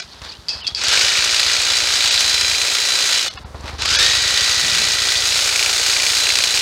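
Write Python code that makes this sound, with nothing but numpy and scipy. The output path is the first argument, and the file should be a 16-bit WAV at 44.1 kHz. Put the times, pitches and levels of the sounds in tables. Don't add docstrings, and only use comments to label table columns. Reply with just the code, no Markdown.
import sys
import numpy as np
from scipy import signal
from scipy.fft import rfft, irfft
from scipy.io import wavfile
from scipy.ndimage import uniform_filter1d

SR = 44100
rng = np.random.default_rng(int(sys.argv[2]) if len(sys.argv) > 2 else 0)


def persist_wave(psi):
    counts = np.round(np.clip(psi, -1, 1) * 32767).astype(np.int16)
    wavfile.write(sys.argv[1], SR, np.atleast_2d(counts).T)


def linear_from_db(decibels):
    return 10 ** (np.asarray(decibels, float) / 20)


N = 291501
TIME = np.arange(N) / SR

# pulled in seconds, blades braked in seconds, start-up surge in dB.
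TRIGGER = [
    (-1, 0.002, 0),
    (0.7535, 3.282, 4),
    (3.78, 9, 4.5),
]
# time in seconds, level in dB,
# how far the blade points at the camera [0-1].
SWING = [(0, -17, 0.3), (1.1, -16.5, 0.16), (2.0, -17, 0.43), (2.7, -19, 0.76), (3.1, -17, .6),
         (4.0, -17, 0.24), (5.0, -17.5, 0.67), (5.9, -17.5, 0.97), (6.62, -18.5, 0.87)]


def level(x, db=0):
    return x * linear_from_db(db) / np.sqrt(np.mean(x ** 2))


def read(tables, column, off=-120.):
    curves = [np.array(table) for table in tables]
    return np.max([np.interp(TIME, c[:, 0], c[:, column], off, off) for c in curves], axis=0)


def colour(x, points):
    hz, db = np.transpose(points)
    bins = np.arange(1025) * SR / 2048
    cepstrum = irfft(np.interp(np.log(bins + 1), np.log(hz), db) * np.log(10) / 20)
    cepstrum[1:1024] *= 2
    cepstrum[1025:] = 0
    return signal.fftconvolve(x, irfft(np.exp(rfft(cepstrum))))[:N]


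def ring(x, modes):
    return sum(linear_from_db(db) * signal.lfilter(*signal.iirpeak(hz, hz / width, SR), x) for hz, width, db in modes)


def butter(x, order, hz, kind="low"):
    return signal.sosfilt(signal.butter(order, hz, kind, fs=SR, output="sos"), x)


def walk(rate):
    hold = int(SR / rate)
    steps = np.repeat(rng.standard_normal(N // hold + 1), hold)
    return 0.83 * uniform_filter1d(steps, hold)[:N]


def grains(rate, spread_db, smear_s):
    hits = (rng.random(N) < rate / SR) * linear_from_db(2 * spread_db * rng.exponential(size=N).clip(0, 3))
    energy = signal.lfilter([1], [1, -np.exp(-2 / (smear_s * SR))], hits)
    return level(rng.standard_normal(N) * np.sqrt(energy + 1e-9))


def swells(rows):
    curves = []
    for peak_s, db, rise_s, fall_s in [row[:4] for row in rows]:
        rise, fall = (peak_s - TIME) / max(rise_s, .002), (TIME - peak_s) / max(fall_s, .002)
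        curves.append(linear_from_db(db - 20 * np.maximum(rise, fall)))
    return np.array(curves)


def place(rows, shape):
    out = np.zeros(N + SR)
    for row in rows:
        y = shape(row)
        out[int(row[0] * SR):][:len(y)] += y
    return out[:N]


def stroke_rate():
    # time in seconds, strokes per second.
    first_cut = [(1.0, 55.35), (1.2, 57.35), (1.5, 59.08), (2.0, 58.94), (2.6, 59.25), (3.25, 58.45)]
    second_cut = [(4.0, 52.5), (4.05, 55.5), (4.1, 57), (4.3, 58.5), (4.6, 58.8), (5.0, 59.35), (5.5, 59.1),
                  (6.0, 59.25), (6.61, 58.9)]
    start_rate, catch_rate, coast_rate = 21, 41, 50
    catch_s = .11
    (_, (on1, off, _), (on2, _, _)) = TRIGGER
    points = []
    for on in (on1, on2):
        points += [(on, start_rate), (on + catch_s, catch_rate)]
    points += [(off + .01, coast_rate), (off + .05, start_rate)]
    return np.interp(TIME, *np.transpose(sorted(points + first_cut + second_cut)))


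def strokes():
    # time in seconds, strokes done of the current pair [0-2].
    stroke_at = [
        (1.0, .45),
        (4.0, 1.64),
    ]
    done = np.cumsum(stroke_rate()) / SR
    (s1, p1), (s2, p2) = stroke_at
    return done + np.where(TIME < 3.5, p1 - done[int(s1 * SR)], p2 - done[int(s2 * SR)])


def stroke_number(done):
    return (done - done.min() // 2 * 2).astype(int)


def tool_gain():
    spin_up_s, surge_at_s, surge_wide_s = 0.087, .22, 0.11
    coast_s, coast_db_per_s, brake_db_per_s = 0.13, 34, 602
    gain = 0
    for on, off, surge_db in TRIGGER:
        since = np.maximum(TIME - on, 0)
        db = surge_db * np.exp(-((since - surge_at_s) / surge_wide_s) ** 2)
        db -= coast_db_per_s * np.clip(TIME - off + coast_s, 0, coast_s)
        db -= brake_db_per_s * np.maximum(TIME - off, 0)
        gain = gain + linear_from_db(db) * (1 - np.exp(-since / spin_up_s))
    return gain * linear_from_db(read([SWING], 1))


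def clacks(done, scatter_db, slide):
    repeat_share = .18
    index, phase = stroke_number(done), done % 1
    rebound = 0.21 * np.exp(-((phase - .55) / 0.22) ** 2)
    shape = (1 - np.exp(-phase / 0.049)) * (np.exp(-phase / 0.26) + rebound)
    force = linear_from_db(scatter_db * rng.standard_normal(N // 400)[index] + 1.5 * (index % 2))
    worn = rng.standard_normal(1500)[(done % 2 * 749).astype(int)]
    noise = np.sqrt(1 - repeat_share) * rng.standard_normal(N) + np.sqrt(repeat_share) * worn
    return level(noise * (slide + force * shape))


def mesh(done, teeth, wobble):
    tones = 0
    for multiple, db in teeth:
        angle = 2 * np.pi * int(round(multiple)) * done + wobble * walk(120)
        tones = tones + linear_from_db(db + 1.7 * walk(25)) * np.sin(angle)
    return tones


def blades(done):
    # frequency in Hz, gain in dB per Hz.
    blade_colour = [(590, -31.5), (1000, -15.5), (1460, -5), (2110, -4.5), (2420, -2.5), (3330, -5),
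                    (4050, 0), (5210, -4), (6480, -8.5), (8250, -12.5), (11000, -24), (15500, -32)]
    # frequency in Hz, width in Hz, level in dB.
    blade_rings = [(1375, 127, -1.5), (2470, 190, -2.5), (3440, 690, -0.5), (4710, 440, -3),
                   (6350, 460, -0.5)]
    # frequency in Hz, width in Hz, level in dB.
    steel = [(1620, 60, -6), (2950, 70, -4), (3560, 60, -2), (3950, 70, -2), (4330, 60, 0), (4620, 60, 0),
             (4870, 60, -1), (5130, 60, -2), (6450, 90, -5)]
    drive = clacks(done, 2.5, .5) + linear_from_db(-6) * grains(500, 3.5, .0012) * linear_from_db(2 * walk(14))
    rings = sum(ring(clacks(done, 3.5, .3), [mode]) * linear_from_db(3 + 1.5 * walk(3)) for mode in blade_rings)
    blade = level(colour(drive * linear_from_db(1.0 * walk(20)) + rings, blade_colour))
    bars = sum(ring(drive, [mode]) * linear_from_db(3.5 * walk(6)) for mode in steel)
    return level(blade + level(bars, -10))


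def motor_housing(done):
    # frequency in Hz, width in Hz, level in dB.
    shell = [(433, 145, -0.5), (566, 82, -0.5), (805, 940, 7.5)]
    # multiple of the stroke rate, level in dB.
    crank = [(5, -10.5), (6, -8.5), (7, -3.5), (9, -2), (10, -7), (11, -4)]
    shaken = level(ring(ring(clacks(done, 2.7, 0.57), shell), [(614, 920, 0)]))
    return shaken + linear_from_db(-12) * mesh(done, crank, .3)


def cut_stems(done):
    # peak in seconds, level in dB against the tool,
    # seconds to rise 20 dB, seconds to fall 20 dB.
    patches = [
        (1.15, -12, 1.5, 2.5),
        (2.45, -10, 1.5, 3),
        (5.3, -14, 2, 1),
        (5.6, -6.5, 0.4, 0.4),
        (6.05, -6.5, 0.5, 0.2),
        (6.4, -8.5, 0.8, 3),
    ]
    index = stroke_number(done)
    chop = (index % 2) * linear_from_db(2.6 * rng.standard_normal(N // 400)[index]) * np.exp(-(done % 1) / 0.22)
    wood = ring(ring(chop * rng.standard_normal(N), [(2400, 450, 0)]), [(2350, 1200, 0)])
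    return swells(patches).max(axis=0) * level(wood)


def gear_whine(done, facing):
    # multiple of the stroke rate, level in dB.
    low_mesh = [(31, -5), (33, 0), (34, -3), (41, -9)]
    # multiple of the stroke rate, level in dB.
    high_mesh = [(68.44, 4), (54, -6.5)]
    # multiple of the stroke rate, level in dB with the blade turned away.
    fan_mesh = [(110, -26)]
    # time in seconds, low mesh in dB, high mesh in dB, against the tool.
    gears = [(.9, -24, -26), (1.1, -16.5, -15), (1.9, -18, -13.5), (2.3, -16.5, -6.5), (3.25, -17, -10),
             (3.9, -14, -18), (4.02, -11.5, -8), (5.2, -12.5, -16), (5.4, -23, -23), (5.9, -17, -21),
             (6.3, -19, -8), (6.62, -18, -16)]
    seconds, low_points, high_points = np.transpose(gears)
    low_gain = linear_from_db(np.interp(TIME, seconds, low_points))
    high_gain = linear_from_db(np.interp(TIME, seconds, high_points))
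    fan = linear_from_db(11.5 * facing) * mesh(done, fan_mesh, 1.4)
    return fan + low_gain * mesh(done, low_mesh, .2) + high_gain * mesh(done, high_mesh, .95)


def trimmer():
    done, facing = strokes(), read([SWING], 2)
    slow = 1 - stroke_rate() / 59
    blade = blades(done)
    low = butter(blade, 4, 7700)
    treble = level(butter(blade, 4, 7700, "high"))
    treble_db = -18.5 + 9 * facing - 17 * slow
    housing_db = -19.5 + 3 * facing + 3 * slow
    body = low + linear_from_db(treble_db) * treble + linear_from_db(housing_db) * motor_housing(done)
    return tool_gain() * (body + cut_stems(done) + gear_whine(done, facing))


def twigs():
    # time in seconds, peak in dB, pitch in Hz.
    twig_cuts = [(0.8372, -4, 3580), (0.8836, 1, 4770), (0.929, -1, 2800), (1.2458, -4, 4130),
                 (1.345, 0, 4460), (1.9552, -4, 4190), (2.059, -5, 4010), (2.2061, 3, 4560),
                 (2.3423, -1, 4030), (2.4103, 2, 3990), (2.7679, -8, 2470), (3.821, -4, 2840),
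                 (3.8564, -2, 2950), (3.8888, -6, 4700), (3.9407, -3, 4830), (4.5433, -3.5, 3940),
                 (5.3215, -5, 4000), (5.4907, -5, 4760), (5.56, -2, 5460), (5.6927, -5, 2220),
                 (5.8625, -1, 4150), (6.0649, -4, 3970), (6.234, -5, 4480), (6.29, -2, 4020),
                 (6.3216, -3, 4350), (6.3553, 1, 3970), (6.3866, 1.5, 3900), (6.438, 3, 4050),
                 (6.4719, -10, 3990)]
    # time in seconds, peak in dB, pitch in Hz.
    clippings = [
        (0.1456, -31, 4250),
        (0.2174, -20, 3000),
        (0.2484, -21, 1430),
        (3.3371, -22.5, 4890),
        (3.374, -14, 1890),
        (3.6084, -29, 5220),
        (3.6588, -26, 1800),
        (3.6788, -24, 3000),
        (3.7401, -30, 1670),
        (3.7845, -21, 3130),
    ]
    t = TIME[:1500]

    def snap(row):
        burst = ring(rng.standard_normal(len(t)) * np.exp(-t / .003), [(row[2], 4000, 0)])
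        burst = butter(burst, 2, 7000)
        return linear_from_db(row[1] - 3) * burst / np.abs(burst).max()
    return place(twig_cuts + clippings, snap)


def ticks():
    # time in seconds, peak in dB, ring in seconds.
    clicks = [
        (0.4847, -6.5, 0.41),
        (0.4912, -8, 0.22),
        (0.4939, -7, 0.39),
        (0.6683, -6, 0.06),
        (0.6743, -3.5, 0.045),
        (0.6782, -3.5, 0.051),
        (0.7487, -4.5, 0.39),
        (0.7703, -12, 0.2),
        (0.7746, -15, 0.24),
    ]
    # frequency in Hz, level in dB.
    lever = [(2690, -25), (3310, -16), (4310, -9), (4650, 20), (4985, 11), (7300, -20), (8800, -9)]
    # frequency in Hz, width in Hz, level in dB.
    spring = [(2600, 70, -5), (3350, 70, -8), (4350, 70, -4), (4600, 70, 0), (4850, 70, 0), (5120, 70, -2),
              (6200, 80, -15)]
    t = TIME[:12000]

    def tick(row):
        modes = 0
        for hz, db in lever:
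            detune = 1 + .015 * rng.standard_normal()
            modes = modes + linear_from_db(db) * np.sin(2 * np.pi * hz * detune * t)
        crack = ring(rng.standard_normal(len(t)) * np.exp(-t / 0.0009), [(6000, 6000, 0)])
        body = modes * np.exp(-t / 0.003) + 0.26 * crack
        rattle = level(ring(ring(rng.standard_normal(len(t)), spring), [(4000, 2000, 0)]), -15)
        rattle = rattle * np.exp(-6.9 * t / max(row[2], .01))
        return linear_from_db(row[1] - 2.5) * (body / np.abs(body).max() + rattle)
    return butter(place(clicks, tick), 3, (2000, 9500), "band")


def rustle():
    # peak in seconds, peak in dB, seconds to rise 20 dB,
    # seconds to fall 20 dB, bright share [0-1].
    brushes = [(.15, -38.5, .7, .4, .75), (.219, -33, .006, 0.1, 0.4), (.254, -29.5, .06, 0.1, 0.44),
               (.3, -32.5, 0.1, .16, .92), (.5, -30.5, 0.05, .3, .35), (.655, -34, 0.25, 0.2, 0.8),
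               (.677, -27.5, 0, .09, 0.76), (3.3, -31.5, .01, .16, .8), (3.377, -20.5, 0, 0.02, .2),
               (3.55, -42.5, -0.5, 1.5, .7), (3.681, -23.5, .06, 0.07, 0.17), (3.74, -35.5, .04, 0.3, .45),
               (3.79, -22.5, .006, .14, .7)]
    bright, force = np.clip(np.array(brushes)[:, 4], 0, 1), swells(brushes) ** 2
    dull = level(ring(ring(grains(700, 1.6, .003), [(1070, 2700, 0)]), [(900, 2800, 0)]))
    crisp = ring(ring(grains(860, 3.5, 0.0022), [(4400, 3200, 0)]), [(4400, 2800, 0)])
    crisp = level(ring(crisp, [(3500, 2100, 0)]))
    return linear_from_db(-4) * (np.sqrt((1 - bright) @ force) * dull + np.sqrt(bright @ force) * crisp)


def chirps():
    # start in seconds, end in seconds, start in Hz, end in Hz, level in dB.
    calls = [(.108, .13, 4100, 4400, -41), (.13, .2, 4500, 5400, -52), (.278, .294, 3000, 3000, -43),
             (.29, .306, 4800, 4160, -29), (.31, .33, 4200, 5300, -35), (.31, .372, 2300, 3200, -45),
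             (.612, .634, 3050, 3040, -30), (.632, .682, 2750, 2700, -34), (.644, .654, 3500, 3800, -25),
             (.655, .706, 3300, 3340, -27.5), (.714, .75, 3400, 3350, -39)]

    def note(row):
        start_s, end_s, start_hz, end_hz, db = row
        n = int((end_s - start_s) * SR)
        hz = np.linspace(start_hz, end_hz, n) * (1 + .025 * walk(500)[:n])
        gain = linear_from_db(db + 3.5 * walk(260)[:n]) * np.hanning(n) ** 0.1
        return gain * np.sin(2 * np.pi * np.cumsum(hz) / SR)
    return place(calls, note)


def engine():
    # time in seconds, level in dB.
    loudness = [(0, -53), (.2, -40), (.45, -46), (.9, -39.5), (1.5, -43.5), (2.5, -43), (2.8, -51),
                (3.25, -50.5), (3.4, -35.5), (4.0, -34.5), (4.3, -38.5), (5.0, -41), (5.8, -45),
                (6.62, -45)]
    # time in seconds, firings per second.
    firing_rate = [(0, 5.724), (.9, 6.244), (1.9, 8.915), (2.3, 10.912), (3.0, 9.258), (3.7, 10.718),
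                   (4.8, 13.774), (6.61, 13.725)]
    # frequency in Hz, width in Hz, level in dB.
    silencer = [(58, 11, 5.5), (74.2, 6.7, 11.5), (96, 12, 2.5), (115, 20, -1.5), (185, 54, -7.5)]
    first_firing, lag_s = .846, .018
    rate = read([firing_rate], 1)
    done = first_firing + np.cumsum(rate) / SR - lag_s * rate
    puff_db = -4.5 + np.minimum(3.4 * (rate - 10.6), 2.5 * (10.6 - rate))
    size = linear_from_db(1.0 * rng.standard_normal(100))[done.astype(int)]
    push = np.diff(done // 1, prepend=0) + 0.46 * np.diff((done + 0.409) // 1, prepend=1)
    push = uniform_filter1d(uniform_filter1d(size * push, 130), 130)
    thump = level(ring(push, silencer)) + level(ring(rng.standard_normal(N), silencer), -13)
    thump = level(butter(thump, 3, 44, "high"))
    puff = size * (0.36 + np.exp(-(done % 1) / 0.13)) * rng.standard_normal(N)
    puff = level(ring(ring(puff, [(313, 570, 8), (890, 380, -3)]), [(600, 1300, 0)]))
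    return linear_from_db(read([loudness], 1)) * (thump + linear_from_db(puff_db) * puff)


def wind_gust():
    # peak in seconds, level in dB, seconds to rise 20 dB, seconds to fall 20 dB.
    gusts = [
        (4.66, -32.5, .05, 0.1),
        (4.8, -37, 0.2, 0.14),
    ]
    flutter = level(ring(ring(rng.standard_normal(N), [(140, 79, 0)]), [(140, 140, 0)]))
    return swells(gusts).max(axis=0) * linear_from_db(3.6 * walk(25)) * flutter


def field_hiss():
    # frequency in Hz, gain in dB per Hz.
    field_colour = [(88, -26), (150, -0.5), (268, -6), (985, -8), (1400, -8.5), (2700, -17.5),
                    (4480, -12.5), (10700, -26), (15500, -37)]
    hiss = level(colour(rng.standard_normal(N), field_colour), -42.5 - 4.5)
    return hiss * linear_from_db(1.0 * walk(5))


def scene():
    small = ticks() + chirps()
    t = TIME[:6000]
    foliage = level(rng.standard_normal(len(t)) * np.exp(-t / .02), -13) / np.sqrt(len(t))
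    echo = signal.fftconvolve(small, foliage)[:N]
    near = trimmer() + twigs() + small + echo + rustle()
    return (near + engine() + field_hiss() + wind_gust())[None]


def thin_frames(x):
    # start in seconds, dB a line must stand over its neighbours, top in Hz.
    thinned = [
        (0.014, 1.5, 7200),
        (.628, -6, 5300),
        (2.103, -3, 8800),
        (3.297, 2.5, 7000),
        (3.379, 1, 5300),
        (3.446, -1.5, 5300),
        (3.977, 0.5, 7000),
    ]
    x, window = np.pad(x, 1024), np.hanning(1600)
    hz = np.arange(801) * SR / 1600
    for s, over_db, top_hz in thinned:
        start = int(s * SR) + 224
        frame = slice(start, start + 1600)
        lines = rfft(x[frame] * window)
        strength = uniform_filter1d(np.abs(lines), size=4)
        weak = strength < linear_from_db(over_db) * uniform_filter1d(strength, size=30)
        lost = weak & (hz > 250) | (hz > top_hz)
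        x[frame] -= irfft(lines * lost)
    return x[1024:-1024]


def top_cut(x):
    return signal.sosfilt(signal.butter(12, 16620, fs=SR, output="sos"), x)


def record(dry):
    soft = dry[0] / (1 + (dry[0] / .86) ** 4) ** .25
    x = signal.sosfilt(signal.ellip(8, .2, 70, 15800, fs=SR, output="sos"), soft)
    return top_cut(thin_frames(x)[None])


dry = scene()
out = record(dry)
persist_wave(out)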